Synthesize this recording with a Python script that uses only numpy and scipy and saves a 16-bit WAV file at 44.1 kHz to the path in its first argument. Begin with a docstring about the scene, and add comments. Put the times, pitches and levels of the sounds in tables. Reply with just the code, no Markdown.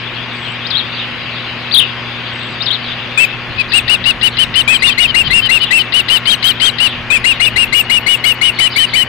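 """Two ospreys on a nest, close to the left microphone, whistle arched notes: near sines on gliding pitch curves.
A small songbird nearby gives three warbled chirps before them; far songbirds twitter and trill faintly.
Mains hum, broad hiss and light wind lie beneath, as steady sines and shaped noise.
Loud notes overload a slow converter, so their overtones fold back around the whistle,
and then overload the output once more, with grit."""
import sys
import numpy as np
from scipy import signal
from scipy.io import wavfile
from scipy.ndimage import uniform_filter1d

SR = 44100
rng = np.random.default_rng(int(sys.argv[2]) if len(sys.argv) > 2 else 0)


def generate_wav(signal):
    """Clip the signal to [-1, 1] and save it as 16-bit WAV at the path in sys.argv[1]."""
    frames = np.transpose(np.atleast_2d(signal))
    scaled = np.clip(frames, -1, 1) * 32767
    pcm = np.round(scaled).astype(np.int16)
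    wavfile.write(sys.argv[1], SR, pcm)


def linear_from_db(decibels):
    """Turn decibels (scalar or array-like) into linear amplitude factors; 0 gives 1."""
    return 10 ** (np.asarray(decibels, float) / 20)


N = 400428

# hoarse notes of the first osprey: start_s, length_s, top_pitch_hz, effort_db (relative)
FIRST_OSPREY = [(3.571, 0.053, 2565, -9), (3.73, 0.068, 2864, -2), (3.89, 0.068, 2936, -1.5),
                (4.051, 0.067, 2924, -3), (4.223, 0.064, 3000, -3), (4.38, 0.065, 3083, -3.5),
                (4.551, 0.068, 3094, -2), (4.715, 0.059, 3204, -5.5), (4.888, 0.05, 3190, -11.5),
                (5.055, 0.063, 3140, -12.5), (5.225, 0.064, 3150, -12.5), (5.406, 0.076, 3100, -10.5),
                (5.596, .058, 2995, -8), (5.765, 0.062, 3064, -8.5), (5.933, 0.079, 3013, -2.5),
                (6.095, 0.084, 3068, -1), (6.266, 0.082, 3252, -2), (6.437, 0.081, 3240, -1.5),
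                (6.611, 0.087, 3236, -1), (6.795, 0.085, 2987, -2.5)]
# clear notes of the second osprey: start_s, length_s, top_pitch_hz, final_droop_hz,
# grace_length_s (low grace note before it, 0 for none)
SECOND_OSPREY = [(3.174, 0.084, 2668, 300, 0), (4.676, 0.082, 2597, 362, 0), (4.838, .075, 2825, 494, 0.02),
                 (4.998, 0.072, 2882, 542, .023), (5.159, 0.069, 2832, 305, 0.018),
                 (5.331, 0.078, 2792, 184, 0.033), (5.511, 0.075, 2798, 308, .025),
                 (5.727, 0.073, 2708, 292, 0.023), (7.101, 0.08, 2616, 416, 0),
                 (7.258, 0.077, 2820, 479, 0.019), (7.415, 0.077, 2880, 474, 0.018),
                 (7.578, 0.073, 2825, 288, 0.021), (7.744, 0.077, 2885, 319, 0.022),
                 (7.912, .081, 2905, 348, .017), (8.083, 0.078, 2935, 333, .023),
                 (8.256, .076, 2946, 371, 0.02), (8.426, 0.081, 2947, 315, 0.015),
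                 (8.603, 0.081, 3027, 300, .018), (8.781, .078, 3060, 314, 0.025),
                 (8.957, 0.082, 3040, 257, 0.026)]
# brief flips of an osprey into a higher register: start_s, length_s, pitch_hz, level_db (relative)
REGISTER_FLIPS = [(4.866, 0.031, 3567, -2.5), (5.027, 0.017, 3710, -6.5), (6.3, 0.019, 3790, -4.5),
                  (6.476, 0.012, 3817, -5.5), (6.657, 0.0078, 3654, -4), (7.446, 0.017, 3540, -6.5)]
# turning points of each near songbird chirp, one list per chirp: time_s, pitch_hz, level_db (relative)
SONGBIRD_CHIRPS = [
    [(.635, 3360, -24), (.662, 3750, -13.5), (.676, 5340, -13), (.701, 5390, -20), (.711, 4100, -3.5),
     (.721, 3206, -16), (.736, 3700, -9), (.748, 3190, -8), (.76, 3550, -1), (.785, 4360, -4),
     (.803, 3300, -6.5), (.85, 3240, -29)],
    [(1.712, 3340, -6), (1.724, 4650, -11), (1.736, 4600, -5), (1.75, 3180, 5.5), (1.758, 4250, -0.5),
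     (1.766, 3115, 0), (1.787, 3800, 7.5), (1.808, 2730, 2.5), (1.822, 3040, -0.5), (1.84, 2680, -5),
     (1.88, 2730, -32)],
    [(2.605, 3545, -10), (2.619, 3810, -8.5), (2.628, 5005, -14), (2.656, 5360, -17), (2.667, 3900, -3.5),
     (2.677, 3060, -11), (2.687, 3820, -2), (2.7, 3050, -34), (2.707, 3250, 0.5), (2.737, 4220, -6.5),
     (2.752, 3650, -1.5), (2.77, 2930, -20)],
]
# thin far trills: start_s, length_s, starting_pitch_hz, level_db (relative)
FAR_TRILLS = [(0.324, 0.24, 7950, -46), (2.31, 0.26, 7900, -48.5)]
# mains lines: pitch_hz, level_db (rms)
MAINS_LINES = [(120.1, -33.5), (240.1, -37.5), (360.1, -44.5), (516, -49), (1092, -43.5)]
# spectrum of the broad hiss: frequency_hz, density_db (relative, per Hz)
HISS_SPECTRUM = [(25, -34), (60, -17), (130, -7.5), (300, -12), (600, -13.5), (1500, -10), (2650, -7),
                 (3800, -17), (5300, -31.5)]
# likeness of the hiss in the two microphones: frequency_hz, correlation (0 to 1)
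HISS_LIKENESS = [(60, 0.15), (150, 0.4), (600, 1), (1400, 0.95), (3000, 0.48), (5000, 0.29)]
# balance of the hiss: frequency_hz, left_over_right_db
HISS_BALANCE = [(60, 5.5), (250, 0.5), (1300, -0.5), (2400, 3), (3400, 13), (4400, 5.5)]
# swell of the treble of the hiss: time_s, level_db (relative)
HISS_TREBLE = [(0, 0.5), (1.5, 2), (3, 2), (3.3, -1.5), (5, -7), (7, -3), (9.1, -9.5)]
# strength of the wind: time_s, level_db (relative)
WIND_LEVEL = [(0, -51), (3.06, -52), (3.49, -39), (4.75, -38.5), (5.36, -33.5), (5.87, -49.5), (6.9, -43.5),
              (7.1, -37.5), (7.66, -36), (8.42, -53), (9.0, -40.5)]
# spectrum of the electronic hiss: frequency_hz, density_db (relative, per Hz)
ELECTRONIC_SPECTRUM = [(3180, -33.5), (5400, 4.5), (6360, 2.5), (7610, -8.5), (8370, -10.5), (11600, -10.5),
                       (14000, -19)]
# echoes from roofs: delay_s, level_db (relative)
ROOF_ECHOES = [(.07, -36), (.103, -34), (.112, -34), (.124, -33)]
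# spectrum of the grit on overloaded notes: frequency_hz, density_db (relative, per Hz)
GRIT_SPECTRUM = [(300, 10.5), (1200, -0.5), (2500, 16), (4500, -17), (6500, -14.5), (8300, -1),
                 (12200, -25), (13900, -3), (15500, -66)]
# the nearest of the far songbirds: start_s, level_db (relative)
FAR_SONGBIRDS = [(.92, -17.5), (2.82, -21), (3.68, -19.5), (4.3, -21), (4.79, -17), (5.24, -19), (5.6, -16),
                 (5.72, -30), (6.07, -30), (6.83, -18.5), (7.25, -20.5), (8.54, -19), (8.7, -17),
                 (8.86, -21)]


def evened(x):
    """Scale to an rms of 1 over all channels."""
    return x / np.sqrt(np.mean(x ** 2) + 1e-20)


def read(points, hz):
    """Read a curve of (frequency, value) points along log frequency."""
    f, value = np.transpose(points)
    return np.interp(np.log(hz + 1), np.log(f + 1), value)


def add(mix, start_s, sound):
    """Lay a sound into the mix at its start time, cut at the end of the mix."""
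    part = mix[round(start_s * SR):][:len(sound)]
    part += sound[:len(part)]


def wobble(count, seconds):
    """Smoothed random drift of rms 1; a longer smoothing time drifts more slowly."""
    drift = uniform_filter1d(rng.standard_normal(count), max(round(seconds * SR), 1))
    return evened(uniform_filter1d(drift, 40))


def hum():
    """Steady mains lines, each a sine with a slight drift of level, the same in both microphones."""
    t = np.arange(N) / SR
    mix = np.zeros(N)
    for hz, db in MAINS_LINES:
        level = linear_from_db(db + 0.28 * wobble(N, 0.22)) * np.sqrt(2)  # a sine's peak over its rms
        mix += level * np.sin(2 * np.pi * (hz * t + rng.random()))
    return mix


def noise(spectrum, db, likeness, balance, swell=((0, 0), (1, 0)), patchy_db=2.0):
    """Random short-time spectra with drifting treble patches, partly shared by the microphones."""
    frames, hz = N // 256 + 5, np.fft.rfftfreq(1024, 1 / SR)
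    a, b, c, d, patches = rng.standard_normal((frames, 513, 5)).T
    patches = evened(uniform_filter1d(uniform_filter1d(patches, 10, 0), 8, 1))
    same = np.clip(read(likeness, hz), -1, 1)[:, None]
    left = a + 1j * b
    right = same * left + np.sqrt(1 - same ** 2) * (c + 1j * d)
    treble = np.clip((hz - 2000) / 1500, 0, 1)[:, None]  # swell and patches fade in from 2 to 3.5 kHz
    swell_db = np.interp(np.arange(frames) * 256 / SR, *np.transpose(swell)) + patchy_db * patches
    lean_db = read(balance, hz)[:, None] / 2
    shape_db = read(spectrum, hz)[:, None] + np.array([lean_db, -lean_db]) + treble * swell_db
    spectra = np.array([left, right]) * linear_from_db(shape_db)
    return linear_from_db(db) * evened(signal.istft(spectra, nperseg=1024, noverlap=768)[1][:, :N])


def hiss():
    """Broad background hiss, shaped noise whose treble swells and is patchy."""
    return noise(HISS_SPECTRUM, -24, HISS_LIKENESS, HISS_BALANCE, HISS_TREBLE, patchy_db=4.0)


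def electronic_hiss():
    """Faint electronic hiss, noise with a strong shared part in the two channels."""
    likeness, balance = [(0, .6), (1, 0.91)], [(0, 0.0068), (1, 0.0014)]
    return noise(ELECTRONIC_SPECTRUM, -53.5, likeness, balance)


def wind():
    """Lumpy low rumble: band-passed noise, partly shared by the two microphone ports."""
    band = signal.butter(2, [22, 170], "band", fs=SR, output="sos")
    gusts = signal.sosfilt(band, rng.standard_normal((3, N)))
    lumps_db = 2.5 * wobble(N, .04)
    lumps = linear_from_db(np.interp(np.arange(N) / SR, *np.transpose(WIND_LEVEL)) + lumps_db)
    return linear_from_db(5.0) * lumps * evened(gusts[:2] + 1.8 * gusts[2])  # the third is common to both ports


def whistle(hz, db, rise, fall, octave_db, breath_db=-40):
    """A near sine with its octave, hoarse breath, a slight tremble and soft ends (rise and fall in s)."""
    band = signal.butter(2, [2600, 4700], "band", fs=SR, output="sos")
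    breath = linear_from_db(breath_db) * evened(signal.sosfilt(band, rng.standard_normal(len(hz))))
    t = np.arange(len(hz)) / SR
    trembling_hz = hz * (1 + 0.0031 * wobble(len(hz), 0.00056))
    phase = 2 * np.pi * np.cumsum(trembling_hz) / SR
    ends = np.clip(np.minimum(t / rise, t[::-1] / fall), 0, 1) ** 1.16
    voice = np.sin(phase) + linear_from_db(octave_db) * np.sin(2 * phase) + breath
    return linear_from_db(db + 0.42 * wobble(len(hz), 0.02)) * ends * voice


def trills():
    """Faint buzzy ticks in high-low pairs, sinking in pitch."""
    mix = np.zeros(N)
    for start_s, length_s, hz, db in FAR_TRILLS:
        t = np.arange(round(length_s * SR)) / SR
        swing = np.sin(2 * np.pi * 26.5 * t)  # one tick at each extreme of the pitch swing
        ticks = (0.089 + swing ** 2) * (1 + 0.57 * wobble(len(t), 0.0014))
        tone = whistle(hz + 200 * swing - 900 * t, db, rise=0.027, fall=.04, octave_db=-74)
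        add(mix, start_s, ticks * tone)
    return mix


def chirp(rows):
    """A fast warble; two sides of the voice box beat against each other, more so where it rasps."""
    time_s, *columns = np.transpose(rows)
    t = np.arange(time_s[0], time_s[-1], 1 / SR)
    hz, db = (np.interp(t, time_s, column) for column in columns)
    rasp = np.where(np.linspace(0, 1, len(t)) < 0.56, 0.16, 0.59)  # raspier past 56 % of its length
    beat_hz = 150 + 60 * wobble(len(t), 0.01106)
    beat = 1 - rasp + rasp * 1.1 * np.cos(2 * np.pi * np.cumsum(beat_hz) / SR)
    return time_s[0], beat * whistle(uniform_filter1d(hz, 130), db, rise=0.0012, fall=.003, octave_db=-28)


def songbird():
    """The near songbird's three chirps."""
    mix = np.zeros(N)
    for rows in SONGBIRD_CHIRPS:
        add(mix, *chirp(rows))
    return mix


def yard(x, tail_db, t60):
    """A few distinct echoes and a short scattered tail, other in each microphone (t60 in s)."""
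    t = np.arange(round(.4 * SR)) / SR
    scattered = rng.random((2, len(t))) < .05
    tail = rng.standard_normal((2, len(t))) * scattered * linear_from_db(-60 * t / t60) * (t > .004)
    tail *= linear_from_db(tail_db) / np.linalg.norm(tail[0])
    for delay_s, db in ROOF_ECHOES:
        tail[:, round(delay_s * SR)] += linear_from_db(db)
    return signal.oaconvolve(x[None], tail, axes=1)[:, :N]


def twitter():
    """Far songbirds repeat the second chirp, each a little higher or lower, smeared by distance."""
    mix = np.zeros(N)
    faint_count, faint_db = 6, -32.5  # fainter calls, scattered by chance
    slots = (np.arange(faint_count) + rng.random(faint_count)) / faint_count
    calls = FAR_SONGBIRDS + [(slot, faint_db) for slot in slots * N / SR]
    variations = rng.uniform(.93, 1.07, (len(calls), 2))
    for (start_s, db), (pitch, pace) in zip(calls, variations):
        rows = np.array(SONGBIRD_CHIRPS[1]) * [pace, pitch, .5]  # level contour halved in dB
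        add(mix, start_s, linear_from_db(db) * chirp(rows)[1])
    return mix * linear_from_db(np.array([[-5], [-6.5]])) + yard(mix, tail_db=-5, t60=0.29)


def glide(length_s, *hz, late=1):
    """A smooth pitch curve through evenly spaced values; late above 1 pushes the top toward the end."""
    u = np.linspace(0, 1, round(length_s * SR)) ** late
    return np.polyval(np.polyfit(np.linspace(0, 1, len(hz)), hz, len(hz) - 1), u)


def second_osprey(mix):
    """Clear arched notes; a low grace note may rise first, before the voice breaks upward."""
    for start_s, length_s, hz, droop_hz, grace_s in SECOND_OSPREY:
        start_hz = hz * (.972 if grace_s > 0 else .91)  # starts nearer the top after a grace note
        arch = glide(length_s, start_hz, hz, hz - droop_hz, late=1.3)
        add(mix, start_s, whistle(arch, 3, rise=0.0048, fall=0.021, octave_db=-20, breath_db=-20))
        if grace_s > 0:
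            low = glide(grace_s, .675 * hz, .78 * hz, late=0.831)
            grace_db = 15.5 - 750 * grace_s  # longer grace notes are softer
            grace = whistle(low, grace_db, rise=0.011, fall=0.0015, octave_db=-5.5, breath_db=-17.0)
            add(mix, start_s - grace_s + .001, grace)


def first_osprey(mix):
    """Hoarse arched notes with low-register cracks at both ends; loud notes arch and crack more."""
    soft_db, full_db = -7.5, -3.5  # effort at which the arch is flattest and fullest
    soft_ends, full_ends = np.array((0.96, .9)), np.array((.9, .85))  # start and end as shares of the top
    for start_s, length_s, hz, db in FIRST_OSPREY:
        effort = np.clip((db - soft_db) / (full_db - soft_db), 0, 1)
        start_hz, end_hz = hz * ((1 - effort) * soft_ends + effort * full_ends)
        arch = glide(length_s, start_hz, hz, end_hz, late=1.3)
        rise_s = .0071 * linear_from_db(-1.3 * db)  # soft notes swell slowly
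        add(mix, start_s, whistle(arch, db, rise=rise_s, fall=0.0083, octave_db=-52, breath_db=-12))
        # the octave equals the low tone in the opening crack and outweighs it in the closing one
        crack_in = glide(0.0155, .6 * hz, .72 * hz)
        add(mix, start_s - .013, whistle(crack_in, 2 * db - 13.5, rise=0.0035, fall=0.0032,
                                         octave_db=0.0, breath_db=-1.0))
        crack_out = glide(0.0123, .69 * hz, .56 * hz)
        add(mix, start_s + length_s - .005, whistle(crack_out, 2 * db - 20.5, rise=0.0085, fall=0.0057,
                                                    octave_db=11.5, breath_db=-17.0))


def ospreys():
    """Both ospreys; as a voice flips into its higher register the notes beneath thin."""
    mix = np.zeros(N)
    second_osprey(mix)
    first_osprey(mix)
    for start_s, length_s, hz, db in REGISTER_FLIPS:
        u = np.clip((np.arange(N) / SR - start_s) / length_s, 0, 1)
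        mix = mix * (1 - 0.74 * np.sin(np.pi * u))
        add(mix, start_s, whistle(glide(length_s, hz, hz), db, rise=0.0018, fall=0.00049, octave_db=-17))
    return mix


def scene():
    """Birds close on the left, over the background shared by both microphones."""
    big, small = linear_from_db(5) * ospreys(), songbird()
    # the right microphone is in the camera's shadow: the ospreys reach it late and dull
    shaded = np.roll(signal.lfilter(*signal.butter(2, 2200, fs=SR), big), 6)
    right = linear_from_db(-27) * shaded + linear_from_db(-26) * small
    wet = yard(big, tail_db=-27, t60=.08) + yard(small, tail_db=-7, t60=.14)
    birds = np.array([big + small, right]) + wet * linear_from_db(np.array([[0], [-19]]))
    return birds + twitter() + hiss() + hum() + wind()


def slow_converter(dry, knee):
    """Clip lopsidedly and keep every fourth sample unfiltered, so odd and even overtones fold back."""
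    top = knee * linear_from_db(2.0)
    slow = np.zeros_like(dry)
    slow[:, ::4] = 4 * np.clip(dry, -.85 * top, top)[:, ::4]
    smoothing = signal.firwin(301, 5150, window=("kaiser", 9), fs=SR)
    return signal.oaconvolve(slow, smoothing[None], "same")


def overload_grit(excess):
    """Patchy noise that follows how much the left overload cuts off, and dies a little after the note."""
    shaved = np.sqrt(abs(uniform_filter1d(excess[0] ** 2, 200)))
    linger = np.exp(-1 / (0.011 * SR))  # 11 ms
    shaved = np.maximum(shaved, signal.lfilter([1 - linger], [1, -linger], shaved))
    likeness, balance = [(0, .3), (1, 0.94)], [(2000, 2.0), (4000, 15.3), (6000, 7.2)]
    return np.tanh(shaved / 0.2) * noise(GRIT_SPECTRUM, -20.5, likeness, balance, patchy_db=10.0)


def top_cut(x):
    """Nothing passes above the cut-off."""
    return signal.sosfilt(signal.butter(12, 15520, fs=SR, output="sos"), x)


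def record(dry):
    """Overload at a quarter-rate converter, add hiss and trills, then overload again with grit."""
    since = np.arange(N) / SR - 3.05  # the overload level drops at 3.05 s, then sinks 0.33 dB per s
    knee = linear_from_db(np.where(since < 0, 7, -2 - 0.33 * since))
    folded = slow_converter(dry, knee) + electronic_hiss() + trills()
    loud = np.clip(folded, -knee, knee)
    loud += overload_grit(folded - loud)
    high_pass = signal.firwin(101, 5800, pass_zero=False, fs=SR)
    treble = signal.oaconvolve(loud[0], high_pass, "same")
    loud[1] -= linear_from_db(-14) * treble  # the left treble leaks reversed into the right
    return top_cut(np.clip(loud, -1, 1))


dry = scene()
out = record(dry)
generate_wav(out)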